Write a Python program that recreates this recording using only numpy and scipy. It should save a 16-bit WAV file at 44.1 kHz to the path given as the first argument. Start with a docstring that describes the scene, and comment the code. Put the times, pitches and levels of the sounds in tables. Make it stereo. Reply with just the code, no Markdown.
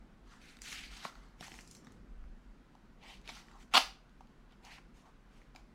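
"""Opening a cardboard box

Hands turn a small box and work a knife tip along its seal in a furnished room. Friction and light
impacts excite the resonances of the hollow box; once, the seal tears in a quick run of slips.
Two close microphones receive this with brief reverberation, over faint hiss and an uneven low rumble."""
import sys
import numpy as np
from scipy import signal
from scipy.io import wavfile
from scipy.ndimage import uniform_filter1d

SR = 44100
rng = np.random.default_rng(int(sys.argv[2]) if len(sys.argv) > 2 else 0)


def persist_wave(psi):
    """Save psi, clipped to +-1, as 16-bit WAV."""
    counts = np.round(np.clip(psi, -1, 1) * 32767).astype(np.int16)
    wavfile.write(sys.argv[1], SR, np.atleast_2d(counts).T)


N = 253134
HZ = np.fft.rfftfreq(4096, 1 / SR)

# spectrum of the background hiss: f/Hz, relative level/dB
HISS_SPECTRUM = [(53, -34), (90, -7), (239, -3), (303, -10), (345, -10), (385, -12), (510, -14.5),
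                 (633, -17), (998, -18), (1510, -18.5), (1640, -22), (6160, -35.5), (16000, -48.5)]
# likeness of the hiss at left and right: f/Hz, correlation
HISS_CORRELATION = [(60, -0.64), (180, 0.54), (550, 0.0072), (1650, 0.26), (4970, -0.082), (15000, -0.51)]
# slow drift of the low murmur: t/s, relative level/dB
MURMUR_DRIFT = [(0.0, -64), (0.45, -66), (1.28, -65), (1.73, -61.5), (2.46, -66), (3.66, -65.5), (4.0, -68),
                (4.91, -65), (5.18, -68), (5.74, -65)]
# envelope of the rumble: t/s, level/dB
RUMBLE_ENVELOPE = [(0.0, -58), (0.4, -63.5), (0.94, -54), (1.04, -75), (1.18, -60), (1.71, -58.5),
                   (1.74, -68), (2.24, -45), (2.75, -68), (2.93, -59), (5.74, -62)]
# spectrum of the rumble: f/Hz, relative level/dB
RUMBLE_SPECTRUM = [(8.8, -37.5), (15, -1.5), (32, 5.5), (49, 6.5), (61, -12), (76, -22), (100, -49.5),
                   (130, -46), (220, -120)]
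# resonances of the box: f/Hz, width/Hz, level/dB
BOX_MODES = [(263, 450, -16), (731, 330, 3.5), (800, 110, 4.5), (912, 160, 3.5), (1095, 240, 1.5),
             (1319, 220, 1), (2140, 910, -2), (3060, 250, -4), (3544, 450, -10.5), (4330, 350, -10),
             (6050, 1200, -7.5)]
# response of the box between resonances: f/Hz, level/dB
BOX_BROADBAND = [(200, -35.5), (520, -25.5), (700, -6.5), (1500, -4), (4000, -3), (8000, -10.5),
                 (16000, -27)]
# strokes of finger or blade: peak t/s, rise/s, fall/s, level/dB,
# then hollow ring/dB, fizz/dB and rasp/dB relative to that level, rasp f/Hz
FRICTION_STROKES = [(0.335, 0.068, 0.052, -64.5, -9.5, -8, -1, 1440),
                    (0.47, 0.063, 0.086, -60.5, -15, -7, -2.5, 1890),
                    (0.69, 0.056, 0.089, -47.5, -19, -4.5, -8.5, 1780),
                    (0.79, 0.09, 0.096, -48, -20.5, -12.5, -7, 2010),
                    (0.96, 0.058, 0.096, -50.5, -17.5, -10, -10, 1720),
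                    (1.045, 0.029, 0.044, -48.5, -13.5, -8, -7.5, 1530),
                    (1.16, 0.077, 0.15, -68, -4, -8, -2, 1500),
                    (1.45, 0.049, 0.047, -54.5, -10, -4.5, -5, 1830),
                    (1.55, 0.059, 0.075, -60, -5, 0, -7, 2010), (1.74, 0.11, 0.044, -69, -14, 3, -10, 2000),
                    (1.87, 0.066, 0.13, -74, 0, -10, 0, 1510),
                    (3.045, 0.033, 0.033, -60, -1.5, -13, -3, 2370),
                    (3.10, 0.042, 0.064, -55, -7.5, -10.5, -5.5, 2300),
                    (3.265, .02, .015, -60, -8, -10, -6, 2000),
                    (3.294, .012, .018, -47, -8.5, -13, -9, 1700),
                    (3.36, .06, 0.052, -52.5, -14.5, -9.5, -9.5, 1736),
                    (3.50, 0.12, 0.054, -69.5, -0.5, -7.5, -4, 1500),
                    (3.557, .025, .02, -70, 13, -5, -4, 1390),
                    (3.615, .03, 0.021, -63, -7.5, -3, -3.5, 1803),
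                    (3.734, 0.015, 0.011, -54, -7.5, -10, -2, 1790),
                    (4.522, .02, .02, -68.5, -9, -22, -8, 2195),
                    (4.669, 0.033, 0.034, -59.5, 0, -8, -5.5, 1980),
                    (4.738, 0.046, 0.033, -55, -10.5, -10.5, -3, 2020),
                    (4.783, .012, 0.0091, -65.5, 3.5, -9, 6, 1940),
                    (4.99, 0.045, .04, -69.5, -6, -4.5, -6, 2000),
                    (5.07, 0.029, 0.033, -73, 8, -7, 0, 1502),
                    (5.37, 0.076, 0.067, -74, -9, -4.5, -3, 2100),
                    (5.565, .02, 0.036, -67, 4, -9, -20, 2000)]
# light impacts: t/s, ring level/dB, ring f/Hz, contact decay/ms, snap level/dB, snap f/Hz
IMPACTS = [(0.3372, -49, 1430, 2.3, -56, 3500), (0.4161, -54, 2100, 1.3, -54, 3950),
           (0.569, -47, 1810, 1.2, -45, 3920), (0.5888, -45.5, 2520, 1.7, -49, 3200),
           (0.6189, -42, 2580, 0.4, -26, 6060), (0.7272, -33, 1800, 1.8, -30, 3670),
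           (1.051, -25.5, 970, 1.5, -39, 3120), (1.1538, -47, 1480, 1.9, -50, 3600),
           (1.409, -47, 720, 3.2, -33.5, 3560), (1.427, -37, 1510, 2.1, -57, 7300),
           (1.4811, -45, 780, 1.5, -43, 3400), (1.5184, -37, 2030, 1.8, -50, 6030),
           (1.541, -41, 2110, 1.1, -39.5, 3480), (1.589, -37, 1950, 0.75, -52, 3160),
           (1.6086, -74, 600, 5.3, -39, 6000), (1.6758, -72, 730, 2.5, -43.5, 6370),
           (1.712, -72, 970, 3.3, -36, 5940), (1.7501, -55, 2480, 4.1, -38, 5600),
           (1.768, -64, 955, 1.9, -48, 6200), (1.8473, -54, 1320, 1.5, -49.5, 5200),
           (1.8698, -45.5, 1450, 1.4, -51, 4100), (1.9213, -61, 2800, 3.5, -51, 7400),
           (2.24, -52, 1300, 1.3, -72, 3500), (2.7517, -52, 825, 1.3, -57, 3480),
           (3.036, -48, 2340, 1.5, -51, 4630), (3.215, -62, 950, 1.5, -54, 4600),
           (3.2767, -39, 2830, 1.5, -33, 3140), (3.2908, -35.5, 1690, 5.3, -35.5, 4040),
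           (3.4844, -48.5, 1790, 1.5, -55.5, 4100), (3.514, -53, 1940, 1.5, -55, 6200),
           (3.714, -57.5, 1695, 1.5, -52, 4570), (4.0945, -75, 1586, 1.5, -56.5, 3570),
           (4.2076, -43.5, 830, 3.8, -54, 3225), (4.2719, -80, 603, 1.4, -59, 3260),
           (4.5225, -54, 2310, 1.7, -51.5, 3500), (4.6372, -59, 800, 5.1, -60, 3170),
           (4.65, -52, 890, 1.0, -41, 5210), (4.782, -47, 1900, 4, -55, 3210),
           (5.0572, -56.5, 980, 1.3, -69, 3600), (5.4171, -51, 2120, 1.8, -59, 3294),
           (5.55, -45, 790, 1, -51, 3710), (5.561, -41.5, 2080, 1.94, -40.5, 4120)]
# resonances of the blade: f/Hz, width/Hz, relative level/dB
BLADE_MODES = [(4700, 59, -3.5), (6100, 120, -3), (7300, 160, 1)]
# the box lands in the palm: t/s, level/dB, f/Hz
PALM_BUMPS = [(1.052, -43, 220), (1.409, -45, 165)]
# the seal tears in two pulls: t/s, crackle level/dB, hollow ring/dB relative to the crackle
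TEAR_ENVELOPE = [(3.7365, -20, -7.5), (3.743, -18, -7.5), (3.754, -11, -5.5), (3.7584, -20, -14),
                 (3.766, -14.5, -3), (3.772, -13, -7.5), (3.778, -9.5, -10), (3.78, -25.5, -4.5),
                 (3.79, -28.5, -2)]
# phase of the direct sound, left relative to right: f/Hz, phase/rad
LEFT_PHASE_SHIFT = [(100, 0.38), (1000, -0.35), (4000, -1.3), (8000, -1.2), (16000, -1.4)]
# sound scattered by hands and lap: f/Hz, amplitude share
SCATTERED_SHARE = [(1000, 0.5), (3000, 0.2), (6000, 0.8), (12000, 1)]
# reverberation time of the room: f/Hz, T60/s
REVERB_TIME = [(150, 0.11), (700, 0.27), (2000, 0.31), (5000, 0.3), (12000, 0.25)]
# spectrum of the echoes: f/Hz, level/dB
ECHO_SPECTRUM = [(300, -2), (1000, -11), (2000, -7), (3500, -11.5), (5500, -4.5), (10000, -5.5)]


def gain_of(db):
    return 10 ** (np.asarray(db) / 20)


def unit_rms(x):
    return x / np.sqrt(np.mean(x ** 2) + 1e-20)


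def with_peak(x, db):
    return gain_of(db) * x / abs(x).max()


def curve_at(points, hz):
    f, value = np.transpose(points)
    return np.interp(np.log(hz + 1), np.log(f + 1), value)


def add(mix, start_s, sound):
    part = mix[round(start_s * SR):][:len(sound)]
    part += sound[:len(part)]


def band(x, lo_hz, hi_hz):
    return signal.sosfiltfilt(signal.butter(3, [lo_hz, hi_hz], "bandpass", fs=SR, output="sos"), x)


def impulse_response(gain):
    """Minimum phase gives the promptest response that has this gain on the HZ grid."""
    log_gain = np.log(np.maximum(np.r_[gain, gain[-2:0:-1]], 1e-5))
    return np.fft.ifft(np.exp(log_gain - 1j * signal.hilbert(log_gain).imag)).real[:len(gain)]


def stereo_noise(spectrum, correlation, patchy_db, size):
    """Partial coherence: two channels share part of a random spectrum whose level varies in patches."""
    frames, hz = 4 * N // size + 5, np.fft.rfftfreq(size, 1 / SR)
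    a, b, c, d, patches = rng.standard_normal((frames, len(hz), 5)).T
    patches = unit_rms(uniform_filter1d(uniform_filter1d(patches, 10, axis=0), 8, axis=1))
    shared = curve_at(correlation, hz)[:, None]
    left, independent = a + 1j * b, c + 1j * d
    spectra = np.array([left, shared * left + np.sqrt(1 - shared ** 2) * independent])
    spectra *= gain_of(curve_at(spectrum, hz)[:, None] + patchy_db * patches)
    return unit_rms(signal.istft(spectra, nperseg=size, noverlap=3 * size // 4)[1][:, :N])


def background():
    """Ambient noise: steady hiss, with slow amplitude modulation of its low murmur and of a rumble."""
    t = np.arange(N) / SR
    hiss = gain_of(-61.5) * stereo_noise(HISS_SPECTRUM, HISS_CORRELATION, patchy_db=1.15, size=2048)
    drift_db = np.interp(t, *np.transpose(MURMUR_DRIFT))
    murmur = band(hiss, 80, 500)
    hiss += murmur * (gain_of(drift_db - drift_db.mean() + 0.88) - 1)
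    rumble = stereo_noise(RUMBLE_SPECTRUM, [(20, .97), (100, 1.0)], patchy_db=0.26, size=8192)
    rumble_db = np.interp(t, *np.transpose(RUMBLE_ENVELOPE))
    return hiss * gain_of([[-.3], [.3]]) + rumble * gain_of(rumble_db + [[.4], [-.4]])


def modal_power(modes):
    """Resonance peaks add in power."""
    return sum(gain_of(db) ** 2 / (1 + (2 * (HZ - f) / width) ** 2) ** 2 for f, width, db in modes)


def box_response():
    """Modal response: the resonances of the cardboard walls stand on a broadband gain."""
    return np.sqrt(modal_power(BOX_MODES) + gain_of(curve_at(BOX_BROADBAND, HZ)) ** 2)


def rubbing(box):
    """Stick-slip friction: dense, clustered slips of skin and blade on card excite the box."""
    clusters = unit_rms(uniform_filter1d(rng.standard_normal(N), 350))
    slips = rng.standard_normal(N) * gain_of(1.1 * clusters + 2.2 * rng.standard_normal(N))
    vibration = signal.oaconvolve(slips, impulse_response(box))[:N]
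    bands_hz = [(2500, 5200), (550, 1200), (5200, 18000)]  # rub, hollow ring, surface fizz
    layers = np.array([unit_rms(band(vibration, *edges)) for edges in bands_hz])
    power, rasp, t = np.zeros_like(layers), np.zeros(N), np.arange(N) / SR
    for peak_s, rise_s, fall_s, db, hollow_db, fizz_db, rasp_db, rasp_hz in FRICTION_STROKES:
        near = slice(max(round((peak_s - .3) * SR), 0), round((peak_s + .3) * SR))
        from_peak = abs(t[near] - peak_s) / np.where(t[near] < peak_s, rise_s, fall_s)
        envelope = gain_of(db) * np.exp(-from_peak ** 2.5)  # a slightly squared bell
        power[:, near] += (envelope * gain_of(np.c_[[-4.6, hollow_db, fizz_db]])) ** 2
        rasp_octave = unit_rms(band(vibration[near], rasp_hz / 2 ** .5, rasp_hz * 2 ** .5))
        rasp[near] += envelope * gain_of(rasp_db) * rasp_octave
    return (np.sqrt(power) * layers).sum(0) + rasp


def fibre_burst(decay_ms, rise_ms, rough_db):
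    """Transient excitation: uneven fibre snaps swell and decay exponentially."""
    t_ms = np.arange(1, 1025) * 1e3 / SR
    snaps = rng.standard_normal(1024) * gain_of(rough_db * rng.standard_normal(1024))
    return snaps * np.exp(-t_ms / decay_ms) * (1 - np.exp(-t_ms / rise_ms))


def contact_band(hz, octaves):
    """Band-limited excitation: the gain falls away on both sides of the contact pitch."""
    return 1 / (1 + (np.log2((HZ + 20) / hz) / octaves) ** 2) ** 2


def thud(hz, decay_ms):
    """Heavily damped oscillation: the whole box gives way for a cycle or two."""
    t = np.arange(2048) / SR
    return np.diff(np.sin(2 * np.pi * hz * t) * t * np.exp(-t * 1e3 / decay_ms))


def taps(box):
    """Impact excitation: each touch gives a ring, a thud and a bright snap; the palm only thuds."""
    out, push = np.zeros(N), thud(hz=281, decay_ms=1.6)
    sparkle = gain_of(curve_at([(3000, -37.5), (6000, -13), (16000, -28)], HZ))
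    blade = np.sqrt(1 + 3.0 * modal_power(BLADE_MODES))
    for start_s, ring_db, ring_hz, decay_ms, snap_db, snap_hz in IMPACTS:
        touch = fibre_burst(decay_ms, rise_ms=0.18, rough_db=0.5)
        touch[4] += 0.84 * np.linalg.norm(touch)  # the first contact is one firm blow
        octaves = .66 + .02 * max(ring_db + 49.5, 0)  # harder taps ring more of the box
        ring = impulse_response(box * contact_band(ring_hz, octaves))
        snap = impulse_response(contact_band(snap_hz, octaves=0.75) * blade + sparkle)
        add(out, start_s, with_peak(np.convolve(touch, ring), ring_db))
        add(out, start_s, with_peak(push, ring_db - 16))
        add(out, start_s, with_peak(np.convolve(touch, snap), snap_db))
    for start_s, db, hz in PALM_BUMPS:
        add(out, start_s, with_peak(thud(hz, decay_ms=3), db))
    return out


def tearing(box):
    """Intermittent fracture: each jerk of the seal crackles, rings the box and pushes it in or out."""
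    out, push = np.zeros(N), thud(hz=260, decay_ms=4)
    lowpass = 1 / (1 + (HZ / 1500) ** 6)
    bright_db = curve_at([(1500, -6.5), (2200, -2), (3300, 3), (4500, 1.5), (6000, -8),
                          (9000, -8.5), (16000, -3.5)], HZ)
    # the gripped walls give little bass
    walls_db = curve_at([(110, -25), (220, -5), (480, -11.5), (650, -5), (1200, 0)], HZ)
    crackle = impulse_response(box * (1 - lowpass) * gain_of(bright_db))
    ring = impulse_response(box * lowpass * gain_of(walls_db))
    times, *levels_db = np.transpose(TEAR_ENVELOPE)
    jerks, jerks_per_s = 40, 500
    lateness, strength, direction = rng.random((jerks, 3)).T
    for k, start_s in enumerate(times[0] + (np.arange(jerks) + lateness * .5) / jerks_per_s):
        jerk = fibre_burst(decay_ms=1.5, rise_ms=.35, rough_db=2.04)
        crackle_db, hollow_db = (np.interp(start_s, times, db, right=-150) for db in levels_db)
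        crackle_db += 2 * strength[k] - 1
        ring_db = crackle_db + hollow_db
        add(out, start_s, with_peak(np.convolve(jerk, crackle), crackle_db))
        add(out, start_s, with_peak(np.convolve(jerk, ring), ring_db))
        add(out, start_s, np.sign(direction[k] - .5) * with_peak(push, ring_db - 31))
    return out


def direct_sound(x):
    """Path difference and scattering: the left lags and is weaker; moving hands scatter mainly treble."""
    hz, t, spectra = signal.stft(x, SR, nperseg=256, noverlap=192)
    draws = rng.standard_normal((2, len(t), 2, len(hz))).transpose(0, 2, 3, 1)
    real, imag = (unit_rms(uniform_filter1d(uniform_filter1d(v, 3, axis=1), 12, axis=2)) for v in draws)
    share = np.clip(curve_at(SCATTERED_SHARE, hz), 0, .95)[:, None]
    straight = np.array([np.exp(1j * curve_at(LEFT_PHASE_SHIFT, hz)), np.ones(len(hz))])[..., None]
    transfer = np.sqrt(1 - share ** 2) * straight + share * (real + 1j * imag) / np.sqrt(2)
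    stereo = signal.istft(spectra * transfer, SR, nperseg=256, noverlap=192)[1][:, :N]
    return stereo * gain_of([[-1.1], [1.1]])


def echo_tail():
    """Absorption: sparse reflections of random sign decay at a rate that depends on frequency."""
    echoes, slots = np.zeros((2, SR // 2)), np.arange(140, SR // 2 - 20, 16)
    arrivals = slots + rng.integers(0, 16, (2, len(slots)))
    np.put_along_axis(echoes, arrivals, rng.choice([-1., 1.], arrivals.shape), 1)
    hz, t, spectra = signal.stft(echoes, SR, nperseg=256)
    # close microphones receive low echoes alike
    shared = curve_at([(300, 0.82), (1000, 0.55), (3000, 0.37), (8000, .1)], hz)[:, None]
    spectra[1] = shared * spectra[0] + np.sqrt(1 - shared ** 2) * spectra[1]
    spectra *= gain_of(-60 * t / curve_at(REVERB_TIME, hz)[:, None])
    norm = np.linalg.norm(signal.istft(spectra[0], SR, nperseg=256)[1])
    spectra *= gain_of(curve_at(ECHO_SPECTRUM, hz)[:, None])
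    return signal.istft(spectra, SR, nperseg=256)[1] / norm


def reverberation(x):
    """Time-varying reflection: as the hands move, the sound passes in turn through three echo sets."""
    turn_hz = 9
    phase = 2 * np.pi * turn_hz * np.arange(N) / SR
    shares = [np.sqrt(2 / 3) * np.cos(phase + k * np.pi / 3) for k in range(3)]
    return sum(signal.fftconvolve((x * share)[None], echo_tail(), axes=1)[:, :N] for share in shares)


def scene():
    """Superposition: the direct sound of the handling, its reverberation and the background add."""
    box = box_response()
    handling = rubbing(box) + taps(box) + tearing(box)
    return direct_sound(handling) + reverberation(handling) + background()


def record(dry):
    """Band limiting: a linear-phase low-pass filter removes the highest treble."""
    cutoff_hz = 15900
    lowpass = signal.firwin(511, cutoff_hz, window=("kaiser", 9), fs=SR)
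    return signal.oaconvolve(dry, lowpass[None], "same")


dry = scene()
out = record(dry)
persist_wave(out)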